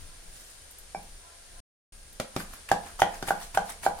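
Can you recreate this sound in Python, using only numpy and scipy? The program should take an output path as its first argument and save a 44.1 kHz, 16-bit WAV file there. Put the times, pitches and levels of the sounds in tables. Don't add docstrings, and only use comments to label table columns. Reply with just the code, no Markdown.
import sys
import numpy as np
from scipy import signal
from scipy.fft import rfft, irfft, next_fast_len
from scipy.io import wavfile
from scipy.ndimage import uniform_filter1d, map_coordinates

SR = 44100
rng = np.random.default_rng(int(sys.argv[2]) if len(sys.argv) > 2 else 0)


def unload_audio(sound):
    columns = np.transpose(np.atleast_2d(sound))
    steps = np.round(np.clip(columns, -1, 1) * 32767)
    wavfile.write(sys.argv[1], SR, steps.astype(np.int16))


N = 176400

# start in seconds, level in dB, thud pitch in Hz, bass and overtones in dB, overtone pitch in Hz, then clack,
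# wall ping, room boom and wet crack in dB. The crack has its own level; the other parts ride on the blow's.
BLOWS = [(0.9474, -23.5, 746, 0, -5.5, 1560, -11.5, -17.5, 6.5, -57),
         (2.1988, -25.5, 600, 7, 3.5, 1314, 10, -20, -3, -24.5),
         (2.3628, -26.5, 692, 18.5, 6.5, 1210, 7, -15, 16.5, -26.5),
         (2.7150, -8, 751, -3, 2, 1627, -9, -34, 0, -21.5),
         (2.9957, -25, 867, -6, 7, 1290, 0, -35, -6, -44),
         (3.0186, -6, 766, -2, 1, 1460, 14, -36, -3.5, -23.5),
         (3.2254, -29.5, 735, 16.5, 8, 1490, -5, -22, 8, -31),
         (3.3061, -12.5, 755, -2.5, 6.5, 1480, -23, -38, -2, -38),
         (3.5733, -10, 742, -3, 4, 1500, 2, -49, -1, -28),
         (3.8636, -9, 751, 0, -1, 1507, -1, -37, -6.5, -31.5)]
# frequency in Hz, left-right likeness.
WET_LIKENESS = [(200, .9), (1500, 0.27), (4000, -0.19), (12000, -0.13)]


def amp(db):
    return 10 ** (np.asarray(db) / 20)


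def unit(x):
    return x / np.sqrt(np.mean(x ** 2) + 1e-20)


def along(points, hz):
    freqs, values = np.transpose(points)
    return np.interp(np.log(hz + 1), np.log(freqs + 1), values)


def wobble(rate):
    return map_coordinates(rng.standard_normal(int(N * rate / SR) + 4), [np.arange(N) * rate / SR])


def filtered(x, response):
    n = x.shape[-1]
    size = next_fast_len(n + SR // 4)
    return irfft(rfft(x, size) * response(np.fft.rfftfreq(size, 1 / SR)), size)[..., :n]


def stereo(pair, spectrum, likeness):
    def blend(hz):
        angle = np.arccos(np.clip(along(likeness, hz), -1, 1)) / 2
        return amp(along(spectrum, hz)) * [np.cos(angle), np.sin(angle)]
    mid, side = filtered(pair, blend)
    return np.array([mid + side, mid - side])


def noise(spectrum, likeness):
    return unit(stereo(rng.standard_normal((2, N)), spectrum, likeness))


def resonant_noise(rows):
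    body = lambda f: sum(amp(db) / (1 + (2 * (f - hz) / width) ** 2) for hz, width, db in rows)
    return unit(filtered(rng.standard_normal((2, N)), body))


def fade(t, t60):
    return amp(-60 * t / t60)


def struck(t, t60, rise):
    shape = fade(t, t60) * (1 - np.exp(-t / rise))
    return shape / shape.max()


def swell(peak, rise, fall):
    t = np.arange(N) / SR
    return amp(-20 * np.maximum((peak - t) / rise, (t - peak) / fall))


def add(track, start, sound):
    part = track[round(start * SR):][:len(sound)]
    part += sound[:len(part)]


def mic_pair(hz, lead_s):
    return np.exp(1j * np.pi * hz * lead_s * np.array([[1], [-1]]))


def background():
    # frequency in Hz, level in dB.
    hiss_eq = [(100, -15.5), (500, 1), (1100, -4), (1600, -1), (2600, -3.5), (4500, -1.5), (8400, -3),
               (9250, 3), (10000, -3.5), (13000, -14.5), (16000, -35.5)]
    rumble_eq = [(12, -10.5), (27, 5.5), (38, -6), (52, -9.5), (72, -12.5), (95, -19), (180, -21.5),
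                 (300, -31), (700, -44)]
    # frequency in Hz, left-right likeness.
    likeness = [(40, 0.87), (150, 1), (600, 0.29), (2000, 0), (5000, 0.05), (12000, 0)]
    # time in seconds, level in dB.
    hiss_ride = [(0, -52), (1.6, -53), (1.95, -54.5), (2.6, -51), (4, -52)]
    # pitch in Hz, level in dB.
    hum_tones = [(73.5, -64), (1625, -71)]
    whine_hz, whine_width_hz, rumble_db, swing_db = 9150, 170, -51.5, 4.5
    t = np.arange(N) / SR
    hiss = amp(np.interp(t, *np.transpose(hiss_ride))) * noise(hiss_eq, likeness)
    whine = amp(-60.5) * resonant_noise([(whine_hz, whine_width_hz, 0)])
    rumble = amp(rumble_db + swing_db * wobble(6.42)) * noise(rumble_eq, likeness)
    hum = sum(amp(db) * np.sin(2 * np.pi * hz * t + wobble(11)) for hz, db in hum_tones)
    return hiss + whine + rumble + hum


def rubbing():
    # peak time, rise and fall in seconds, level in dB.
    rubs = [(.1, .15, 0.32, -62), (.46, .2, 0.2, -72), (1.27, .12, 0.21, -56), (1.58, .1, 0.05, -58)]
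    # pitch and width in Hz, level in dB.
    pot_modes = [(490, 42, -35), (690, 50, 2.5), (850, 37, -7), (1013, 67, 0.5), (1360, 29, 3.5),
                 (1584, 26, -4.5)]
    friction = sum(amp(db) * swell(peak, rise, fall) for peak, rise, fall, db in rubs)
    return friction * resonant_noise(pot_modes)


def juice_grains(spectrum):
    grains_per_s, scatter_db, clump_db, bubbly_db = 4000, 3.5, 2, 4.5
    onsets = rng.random(N) < grains_per_s / SR
    pops = onsets * amp(scatter_db * rng.standard_normal(N) + clump_db * wobble(220))
    bands = signal.stft(pops * rng.standard_normal((2, N)), nperseg=256)[2]
    patches = uniform_filter1d(rng.standard_normal(bands.shape[1:]), size=5, axis=0)
    patches = uniform_filter1d(patches, size=3, axis=1)
    bubbly = signal.istft(bands * amp(bubbly_db * unit(patches)), nperseg=256)[1][:, :N]
    return unit(stereo(bubbly, spectrum, WET_LIKENESS))


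def squelching():
    # peak time, rise and fall in seconds, spray and pulp levels in dB.
    squelches = [(0.371, 0.15, 0.36, -51, -69), (2.404, 0.056, 0.042, -39.5, -39.5),
                 (2.544, 0.1, .07, -51, -50), (2.689, .004, 0.062, -44.5, -39),
                 (2.869, 0.078, 0.089, -48.5, -46), (2.995, 0.0093, .014, -38, -34.5),
                 (3.003, .004, .02, -33, -45), (3.143, 0.044, 0.081, -45.5, -45),
                 (3.289, 0.033, 0.031, -30.5, -30), (3.428, 0.094, 0.068, -43, -45),
                 (3.551, 0.0087, 0.015, -31.5, -31), (3.70, 0.057, 0.043, -39.5, -41.5),
                 (3.835, 0.014, 0.027, -42.5, -44), (3.855, 0.023, 0.023, -34, -34.5),
                 (3.99, 0.036, 0.059, -46.5, -44)]
    # frequency in Hz, level in dB.
    spray_eq = [(500, -17), (2000, -8.5), (4500, -6.5), (9000, -2), (13000, -7.5), (16000, -14.5)]
    pulp_eq = [(150, -9.5), (500, -9.5), (800, -2.5), (1050, -3), (1550, -1.5), (2600, -9.5), (3400, -14),
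               (4800, -14.5), (10000, -48.5)]
    spray, pulp = np.zeros(N), np.zeros(N)
    for peak, rise, fall, spray_db, pulp_db in squelches:
        shape = swell(peak, rise, fall)
        spray += amp(spray_db) * shape
        pulp += amp(pulp_db) * shape
    lean_right = amp([[-0.5], [0.5]])
    return spray * juice_grains(spray_eq) * lean_right + pulp * juice_grains(pulp_eq)


def snaps(hits, spectrum, t60):
    envelope, t = np.zeros(N), np.arange(SR // 8) / SR
    for start, db in hits:
        add(envelope, start, amp(db) * struck(t, t60, rise=0.00047))
    return envelope * noise(spectrum, WET_LIKENESS)


def juice_ticks():
    # start in seconds, level in dB.
    ticks = [(.7085, -46), (.7845, -43), (1.0294, -54.5), (2.1274, -51.5), (2.5361, -45)]
    # frequency in Hz, level in dB.
    tick_eq = [(1500, -39.5), (6000, -16.5), (11000, -5.5), (13700, -4), (16000, -17)]
    return snaps(ticks, tick_eq, t60=0.042)


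def pot_blows():
    # pitch ratio, level in dB, t60 and rise in seconds.
    thud_modes = [(.955, -7.5, 0.014, 0.0086), (1.05, -3, 0.018, 0.0024)]
    overtone_modes = [(.8, -22.5, 0.035, 0.0015), (1.01, -9, 0.013, .0015)]
    # pitch in Hz, level in dB, t60 and rise in seconds.
    bass_modes = [(220, -27, 0.024, 0.0012), (342.6, -18, 0.014, 0.0026)]
    clack_modes = [(1920, -22, 0.0098, 0.0012), (2450, -26, 0.007, .0004), (3080, -23.5, 0.0057, 0.00076)]
    ping_modes = [(2310, -1, 0.15, .001), (2400, -7.5, 0.091, 0.0011), (5150, -8, 0.13, .001)]
    # pitch in Hz, level in dB, t60 in seconds.
    ring_modes = [(451, -47, 0.85), (502, -37, 0.47), (629, -36.5, 0.43), (692.6, -34.5, 0.56),
                  (772, -29.5, 0.15), (820, -30, .28), (927, -45, 0.21), (985, -38.5, 0.39),
                  (1147, -35, 0.14), (1620, -43, 0.12)]
    boom_modes = [(75, -43, 0.81), (168.2, -33, 0.24), (186.1, -31.5, 0.27), (214.3, -37.5, 0.41)]
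    ring_delay_s, scatter_db, low_cut_hz = 0.011, 1.7, 170
    thuds, rings, t = np.zeros(N), np.zeros(N), np.arange(SR // 2) / SR

    def knock(modes, pitch=1):
        return sum(amp(db) * struck(t, t60, rise) * np.sin(2 * np.pi * freq * pitch * t)
                   for freq, db, t60, rise in modes)

    def linger(modes, rise):
        return sum(amp(db + rng.normal(0, scatter_db)) * struck(t, t60, rise)
                   * np.sin(2 * np.pi * (hz * t + k * k / len(modes)))
                   for k, (hz, db, t60) in enumerate(modes))

    for start, db, thud_hz, bass_db, over_db, over_hz, clack_db, ping_db, boom_db, _ in BLOWS:
        bottom = knock(thud_modes, thud_hz) - amp(bass_db) * knock(bass_modes)
        overtones = amp(over_db) * knock(overtone_modes, over_hz)
        edge = amp(clack_db) * knock(clack_modes) + amp(ping_db) * knock(ping_modes)
        add(thuds, start, amp(db) * (bottom + overtones + edge))
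        ring = linger(ring_modes, rise=0.0027)
        boom = amp(boom_db) * linger(boom_modes, rise=0.008)
        add(rings, start + ring_delay_s, amp(db) * (ring + boom))
    low_cut = signal.butter(4, low_cut_hz, 'highpass', fs=SR, output='sos')
    return filtered(signal.sosfilt(low_cut, thuds), lambda hz: mic_pair(hz, lead_s=0.00008)), rings


def wet_cracks():
    # frequency in Hz, level in dB.
    crack_eq = [(300, 11), (1200, 3), (3000, -0.5), (6000, -2), (11000, -8), (16000, -18)]
    return snaps([(start, db) for start, *_, db in BLOWS], crack_eq, t60=0.036)


def wall_echoes(x, first_wall_s):
    # delay in seconds, left gain, right gain.
    further_walls = [(.0166, 0.15, .15), (.0252, 0.12, .07), (.0455, 0.099, 0.13), (.054, 0.027, 0.02)]
    walls = [(first_wall_s, 0.33, 0.42)] + further_walls
    dull_hz, spread_s = 3100, 0.0002

    def echoes(hz):
        return sum(np.array([[left], [right]]) * np.exp(-2j * np.pi * hz * delay)
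                   * mic_pair(hz, (-1) ** k * spread_s) for k, (delay, left, right) in enumerate(walls))
    return filtered(x, lambda hz: echoes(hz) / (1 + (hz / dull_hz) ** 2))


def kitchen_tail(x, predelay_s):
    # frequency in Hz, then t60 in seconds, level in dB or left-right likeness respectively.
    decay_times = [(150, 0.53), (700, 0.34), (1800, .32), (5000, 0.24), (14000, 0.14)]
    room_eq = [(110, -22.5), (200, -12), (330, -9), (500, -3), (750, -7.5), (1150, -4.5), (1600, -8),
               (4000, -4.5), (14000, -7)]
    likeness = [(150, 1), (350, 0.61), (700, 0.2), (2000, 0.091), (6000, .05)]
    hz, t, bands = signal.stft(rng.standard_normal((2, SR // 2)), SR, nperseg=256)
    t60 = along(decay_times, hz)[:, None]
    equal_energy = np.sqrt(2 * np.log(1000) / (t60 * SR))
    tail = signal.istft(bands * fade(t, t60) * equal_energy, SR, nperseg=256)[1]
    tail = np.pad(stereo(tail, room_eq, likeness), ((0, 0), (round(predelay_s * SR), 0)))
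    return signal.fftconvolve(x, tail, axes=1)[:, :N]


def scene():
    first_wall_s = 0.0077
    thuds, rings = pot_blows()
    close = thuds + wet_cracks() + squelching() + juice_ticks()
    room = wall_echoes(close, first_wall_s) + kitchen_tail(close, first_wall_s)
    return close + rings + room + rubbing() + background()


def record(dry):
    # frequency in Hz, left minus right in dB.
    balance = [(100, 0.5), (380, 0.7), (700, -2), (1300, -0.5), (2400, 0.9), (4500, 0.5), (9000, 2.5),
               (15000, 1.5)]
    mute_from_s, mute_to_s, top_hz = 1.603, 1.923, 16000
    t = np.arange(N) / SR
    gate = uniform_filter1d(1.0 * ((t < mute_from_s) | (t > mute_to_s)), size=128)
    colour = lambda hz: amp(along(balance, hz) * np.array([[.5], [-.5]])) * (hz < top_hz)
    return filtered(dry * gate, colour)


dry = scene()
out = record(dry)
unload_audio(out)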